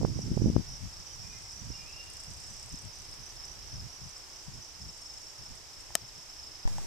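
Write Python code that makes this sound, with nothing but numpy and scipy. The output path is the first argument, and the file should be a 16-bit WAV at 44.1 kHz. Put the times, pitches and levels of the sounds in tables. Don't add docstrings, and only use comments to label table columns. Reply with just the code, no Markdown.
import sys
import numpy as np
from scipy import signal
from scipy.fft import rfft, irfft, next_fast_len
from scipy.io import wavfile
from scipy.ndimage import map_coordinates

SR = 44100
rng = np.random.default_rng(int(sys.argv[2]) if len(sys.argv) > 2 else 0)


def inscribe(sig):
    pcm = np.round(np.clip(np.atleast_2d(sig).T, -1, 1) * 32767)
    wavfile.write(sys.argv[1], SR, pcm.astype(np.int16))


N = 302526
TIME = np.arange(N) / SR
SYLLABLES = 3
# time in seconds, relative levels of crickets and of sizzle in dB.
INSECT_BED = [(0.0, -51, -59), (0.27, -51.5, -61), (1.8, -52, -61), (2.43, -52, -60), (3.07, -52.5, -63),
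              (5.2, -53, -59), (5.7, -54, -61.5), (6.6, -53, -62)]


def amp(db):
    return 10 ** (np.asarray(db) / 20)


def unit(x):
    return x / np.sqrt(np.mean(x ** 2) + 1e-20)


def along(points, hz):
    freqs, values = np.transpose(points)
    return np.interp(np.log(hz + 1), np.log(freqs + 1), values)


def curves(rows):
    times, *columns = np.transpose(rows)
    return [np.interp(TIME, times, column) for column in columns]


def wobble(rate):
    return map_coordinates(rng.standard_normal(int(N * rate / SR) + 4), [TIME * rate])


def filtered(x, response):
    size = next_fast_len(N + SR // 2)
    return irfft(rfft(x, size) * response(np.fft.rfftfreq(size, 1 / SR)), size)[..., :N]


def sides(balance_db):
    ratio = amp(balance_db)
    return 2 * np.array([ratio, np.ones_like(ratio)]) / (1 + ratio)


def add(track, s, sound):
    start = int(np.clip(round(s * SR), 0, N))
    track[..., start:start + sound.shape[-1]] += sound[..., :N - start]


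def rush(spectrum):
    # frequency in Hz, left-right correlation.
    likeness = [(100, 0.078), (800, 0.67), (2000, 0.2), (5300, 0.045), (8000, 0.083), (13000, 0.06)]

    def mid_side_gains(hz):
        angle = np.arccos(along(likeness, hz)) / 2
        return amp(along(spectrum, hz)) * [np.cos(angle), np.sin(angle)]

    mid, side = filtered(rng.standard_normal((2, N)), mid_side_gains)
    return unit(np.array([mid + side, mid - side]))


def trees(x, t60):
    t = np.arange(SR) / SR
    tail = rng.standard_normal((2, SR)) * amp(-60 * t / t60)
    return signal.fftconvolve(x[None], tail / np.linalg.norm(tail[0]), axes=1)[:, :N]


def whistle(length, start_hz, end_hz):
    progress = np.linspace(0, 1, max(int(length * SR), 8))
    hz = start_hz + (end_hz - start_hz) * progress
    return np.sin(np.pi * progress) * np.sin(2 * np.pi * np.cumsum(hz) / SR)


def leaves():
    # frequency in Hz, gain in dB.
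    hush = [(20, 6), (55, 13), (130, -7.5), (350, 3.5), (480, 0.5), (850, 2.5), (1500, -1), (3000, -0.2),
            (4400, -1.5), (6500, -8), (9500, -10.5), (14000, -13)]
    return amp(-54.0 + 0.45 * wobble(1.87)) * rush(hush)


def breeze():
    # frequency in Hz, gain in dB.
    rumble = [(12, -34), (20, 13), (98, 9), (150, 2), (300, -19), (390, -52), (660, -120)]
    # time in seconds, relative level in dB.
    strength = [(0.65, -51), (1.32, -55.5), (3.26, -58.5), (3.66, -52), (4.02, -63.5), (6.5, -61.5)]
    swells_db = 3.2 * np.array([wobble(20), wobble(20)])
    return amp(curves(strength)[0] + 1.7 + swells_db) * sides(-3)[:, None] * rush(rumble)


def puffs():
    # peak time in seconds, length in seconds, relative level in dB, balance in dB.
    swells = [(0.724, 0.043, -44.5, 16), (0.842, 0.053, -39, 9), (1.27, .14, -49, -7),
              (1.679, 0.12, -43, -14), (2.302, 0.028, -40, -6), (2.51, 0.023, -49.5, 8),
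              (2.652, 0.03, -46.5, -14), (2.736, 0.017, -37.5, 12), (2.854, 0.036, -44.5, 19),
              (3.004, 0.027, -50.5, 16), (3.215, 0.027, -45.5, -3), (3.741, 0.019, -37.5, 7),
              (3.819, 0.067, -42, -7), (4.04, 0.048, -44.5, 3), (4.487, 0.028, -46.5, 12),
              (4.555, 0.061, -43.5, -6), (4.85, 0.07, -43.5, 1.5), (5.418, 0.031, -52, -2),
              (5.513, 0.04, -49, -2), (6.036, .03, -52, -4), (6.179, 0.026, -51.5, -12),
              (6.734, 0.084, -44.5, -9)]
    # frequency in Hz, gain in dB.
    colour = [(12, -36), (25, 1), (60, 6.5), (105, 8), (165, 3.5), (250, -8.5), (350, -23), (660, -67)]
    power = np.zeros((2, N))
    for s, length, db, balance_db in swells:
        bell = .5 ** np.minimum((2 * (TIME - s) / length) ** 2, 50)
        power += np.outer((amp(db) * sides(balance_db)) ** 2, bell)
    flutter = amp(2.3 * np.array([wobble(45), wobble(45)]) - 1.5)
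    return np.sqrt(power) * flutter * rush(colour)


def bird():
    # start and length in seconds, first and last pitch in Hz, relative level in dB.
    notes = [(1.039, 0.12, 3090, 3130, -59), (1.222, 0.058, 2416, 2460, -49.5),
             (1.279, 0.108, 2464, 2430, -51.5), (1.327, 0.073, 2060, 2090, -53),
             (1.73, 0.044, 2750, 2850, -45.5), (1.756, 0.139, 2380, 2473, -49),
             (1.79, 0.088, 2810, 2820, -52), (1.85, .13, 2544, 2795, -49), (1.934, .12, 2766, 2820, -45.5)]
    song = np.zeros(N)
    for s, length, start_hz, end_hz, db in notes:
        add(song, s, amp(db) * whistle(length, start_hz, end_hz))
    song = np.interp(TIME + .00006 * wobble(110), TIME, song)
    song *= amp(1.2 * wobble(40.1))
    return amp(-6.5) * song + amp(-6.0) * trees(song, t60=0.91)


def struck(blows, modes):
    t = np.arange(SR // 20) / SR
    ring = sum(amp(db - 60 * t / t60) * np.sin(2 * np.pi * hz * t) * (-1) ** k
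               for k, (hz, db, t60) in enumerate(modes))
    clicks = np.zeros(N)
    for s, db in blows:
        add(clicks, s, amp(db) * ring)
    return clicks


def handling():
    # start in seconds, strength in dB.
    snaps = [(5.953, -8.5), (5.9544, -33)]
    bumps = [(5.9045, -41.5), (6.656, -43), (6.6765, -33), (6.6815, -53), (6.7825, -32), (6.786, -42)]
    # frequency in Hz, gain in dB, seconds to fall 60 dB.
    button_modes = [(170, -25, 0.022), (670, -14, 0.018), (1280, -22.5, 0.025), (1810, -13, 0.013),
                    (3100, -12.5, 0.011), (3800, -16, 0.011), (4360, -12, 0.0084), (5310, -8, 0.009),
                    (6360, -5, 0.0066), (7350, -7.5, 0.0076), (8520, -4.5, 0.0044), (10770, -11.5, 0.0036),
                    (13600, -8, 0.0034)]
    case_modes = [(523, -10, 0.012), (812, 1, 0.018), (1010, -4, 0.024), (1790, -8, .012),
                  (3200, -12, .006), (5730, -2, .005), (8250, -6.5, .006)]
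    click = amp(-0.5) * np.outer(sides(7.9), struck(snaps, button_modes))
    return click + struck(bumps, case_modes)


def lens_motor():
    # frequency in Hz, gain in dB.
    colour = [(60, -12), (200, 10), (500, 0.5), (900, 2), (1600, -3), (3500, -7), (7000, 1.5), (9000, -8),
              (11000, -11), (14000, -14)]
    on_s, running_s = 6.6535, 6.6762
    since = np.maximum(TIME - on_s, 0)
    jolt = amp(-19.0) * (1 - np.exp(-since / 0.00021)) * np.exp(-since / 0.036)
    recovery = amp(-30) * np.exp(-since / .22)
    thump = np.where(TIME < running_s, jolt, -recovery)
    whir = amp(-50.5) * (TIME > running_s) * rush(colour)
    return np.array([-thump, thump]) + whir


def gust():
    # time in seconds, relative level in dB, balance in dB.
    force = [(0, -27, -11), (.12, -34.5, -7), (.27, -37, -5.5), (.32, -30, 3), (.38, -34.5, -6),
             (.45, -26, -2), (.53, -35.5, 2), (.575, -31.5, 5), (.615, -41, 10), (.7, -100, 0)]
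    # frequency in Hz, gain in dB.
    colour = [(20, -26), (50, 0), (120, 4.5), (210, -3), (320, -8.5), (500, -24), (900, -38), (2000, -64),
              (5000, -100)]
    # time in seconds, relative peak in dB, width in seconds, balance in dB.
    eddies = [(.015, -24.5, 0.00071, -18), (.032, -18, 0.00084, -29), (0.0483, -10.5, .0017, -31),
              (0.0504, -14, 0.00055, -34), (.191, -26.5, 0.00083, 15), (.317, -17.5, 0.0019, 10),
              (.371, -17, 0.002, -16), (.376, -17, 0.00087, -21), (0.4205, -11.5, .0017, -26),
              (.444, -16, .0017, -28), (.46, -11, 0.0015, -17), (.47, -17.5, 0.0014, 8),
              (.501, -14.5, 0.0016, 16), (0.5649, -12, 0.0016, 17), (.565, -19, 0.00052, 27),
              (0.582, -18.5, 0.0019, 19), (1.704, -30.5, 0.0016, -17), (2.743, -33, .0022, 14)]
    force_db, side_db = curves(force)
    flutter = amp(3.9 * np.array([wobble(60.2), wobble(62.2)]))
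    air = amp(force_db - 1.3) * sides(side_db) * flutter * rush(colour)
    for s, db, width, balance_db in eddies:
        u = (TIME - s) / width
        push_pull = -u / (1 + u * u) ** 2 * np.exp(-np.minimum((u / 3) ** 2, 50))
        gains = sides(balance_db)
        air += amp(db + 0.44) * np.outer(gains / gains.max(), push_pull / push_pull.max())
    return air


def cricket(chirps, period, stroke, sag):
    song = np.zeros(N)
    for s, hz, db in chirps:
        scatter = rng.standard_normal((8, 2))
        for k, (accent_db, detune) in enumerate(scatter[:SYLLABLES]):
            pitch = hz * (1 + 0.0054 * detune)
            syllable = whistle(stroke, pitch * (1 + sag), pitch * (1 - sag))
            add(song, s + k * period - stroke / 2, amp(db + accent_db) * syllable)
    return song


def far_crickets(count):
    # frequency in Hz, gain in dB.
    haze = [(3500, -60), (4500, -12.5), (4900, -2), (5250, -3.5), (5650, -1.5), (6200, -9.5), (6900, -19),
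            (9000, -57)]
    songs = np.zeros((2, N))
    for hz in np.linspace(5100, 5650, count):
        starts = np.cumsum(rng.uniform(.22, .4, 40)) - rng.uniform(.2, .5)
        chirps = [(s, hz, 0) for s in starts if 0 < s < N / SR]
        song = cricket(chirps, period=rng.uniform(.032, .04), stroke=.012, sag=0.053)
        songs += np.outer(sides(3 * rng.standard_normal()), song) + amp(-0.5) * trees(song, t60=0.08)
    return amp(curves(INSECT_BED)[0]) * (amp(-2.0) * unit(songs) + amp(-0.26) * rush(haze))


def katydid(tick_hz, rise_s):
    # first and last tick in seconds, number of ticks, relative level in dB.
    runs = [(1.4207, 1.52, 2, -42), (2.0393, 2.0602, 2, -46), (2.1003, 2.2358, 5, -39),
            (2.3032, 2.4693, 6, -41.5), (2.502, 2.8505, 12, -41), (2.9544, 3.051, 4, -44),
            (3.1118, 3.1393, 2, -43.5), (3.258, 3.3573, 4, -46), (3.4526, 3.4526, 1, -40),
            (4.0915, 4.1794, 2, -43), (4.9771, 5.0175, 2, -44), (5.5535, 5.8067, 2, -42.5)]
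    # frequency in Hz, gain in dB.
    colour = [(4500, -51), (6200, 2), (7000, -0.5), (7900, -2), (9000, -14), (10500, -21.5), (14000, -39)]
    t = np.arange(SR // 200) / SR
    envelope = t / rise_s * np.exp(1 - t / rise_s)
    ticks = np.zeros(N)
    for first, last, count, db in runs:
        for s in np.linspace(first, last, count):
            accent, detune = rng.standard_normal(2)
            tick = envelope * np.sin(2 * np.pi * tick_hz * (1 + 0.025 * detune) * t)
            add(ticks, s + 0.00099, amp(db + 0.3 * accent) * tick)
    shimmer_db = wobble(5) + 1.9 * wobble(170)
    sizzle = amp(curves(INSECT_BED)[1] + 2.0 + shimmer_db) * rush(colour)
    return amp(4.0) * np.outer(sides(4.5), ticks) + amp(2.0) * trees(ticks, t60=0.12) + sizzle


def near_crickets():
    # first and last chirp in seconds, number of chirps, pitch in Hz, relative level in dB.
    runs = [(0.155, 0.691, 3, 5780, -39.5), (0.03, 0.233, 2, 5260, -44), (0.668, 1.723, 5, 5260, -41.5),
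            (1.071, 1.531, 3, 5840, -40), (1.186, 1.694, 3, 5710, -43.5), (1.932, 2.406, 3, 5200, -42),
            (2.285, 2.729, 3, 5900, -43.5), (2.706, 3.054, 2, 5230, -41), (3.366, 3.726, 2, 5260, -39.5),
            (2.937, 3.237, 2, 5930, -42), (3.453, 3.902, 3, 5840, -41), (4.043, 4.628, 3, 5920, -45.5),
            (4.167, 4.54, 2, 5290, -42.5), (4.818, 5.391, 3, 5280, -41), (5.026, 5.233, 2, 5430, -41.5),
            (5.734, 6.295, 3, 5290, -42), (6.398, 6.558, 2, 5120, -42)]
    period_cycles, stroke_cycles = 193, 92
    song = np.zeros(N)
    for first, last, count, hz, db in runs:
        starts = np.linspace(first, last, count)
        chirps = [(s, hz * (1 + 0.0051 * rng.standard_normal()), db) for s in starts]
        song += cricket(chirps, period=period_cycles / hz, stroke=stroke_cycles / hz, sag=0.035)
    song *= amp(2.2 * wobble(300))
    return amp(-3.0) * song + amp(-6.5) * trees(song, t60=0.16)


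def scene():
    insects = near_crickets() + far_crickets(count=8) + katydid(tick_hz=8050, rise_s=0.00018)
    return insects + bird() + leaves() + gust() + breeze() + puffs() + handling() + lens_motor()


def record(dry):
    # frequency in Hz, balance in dB.
    port_balance = [(500, 1), (1300, 2), (3000, -0.5), (4500, -2), (5300, -1.5), (6000, -9.5), (6900, 0),
                    (8000, 11.5), (9500, 4), (12000, 0.5)]
    top_hz = 14350
    return filtered(dry, lambda hz: sides(along(port_balance, hz)) * (hz < top_hz))


dry = scene()
out = record(dry)
inscribe(out)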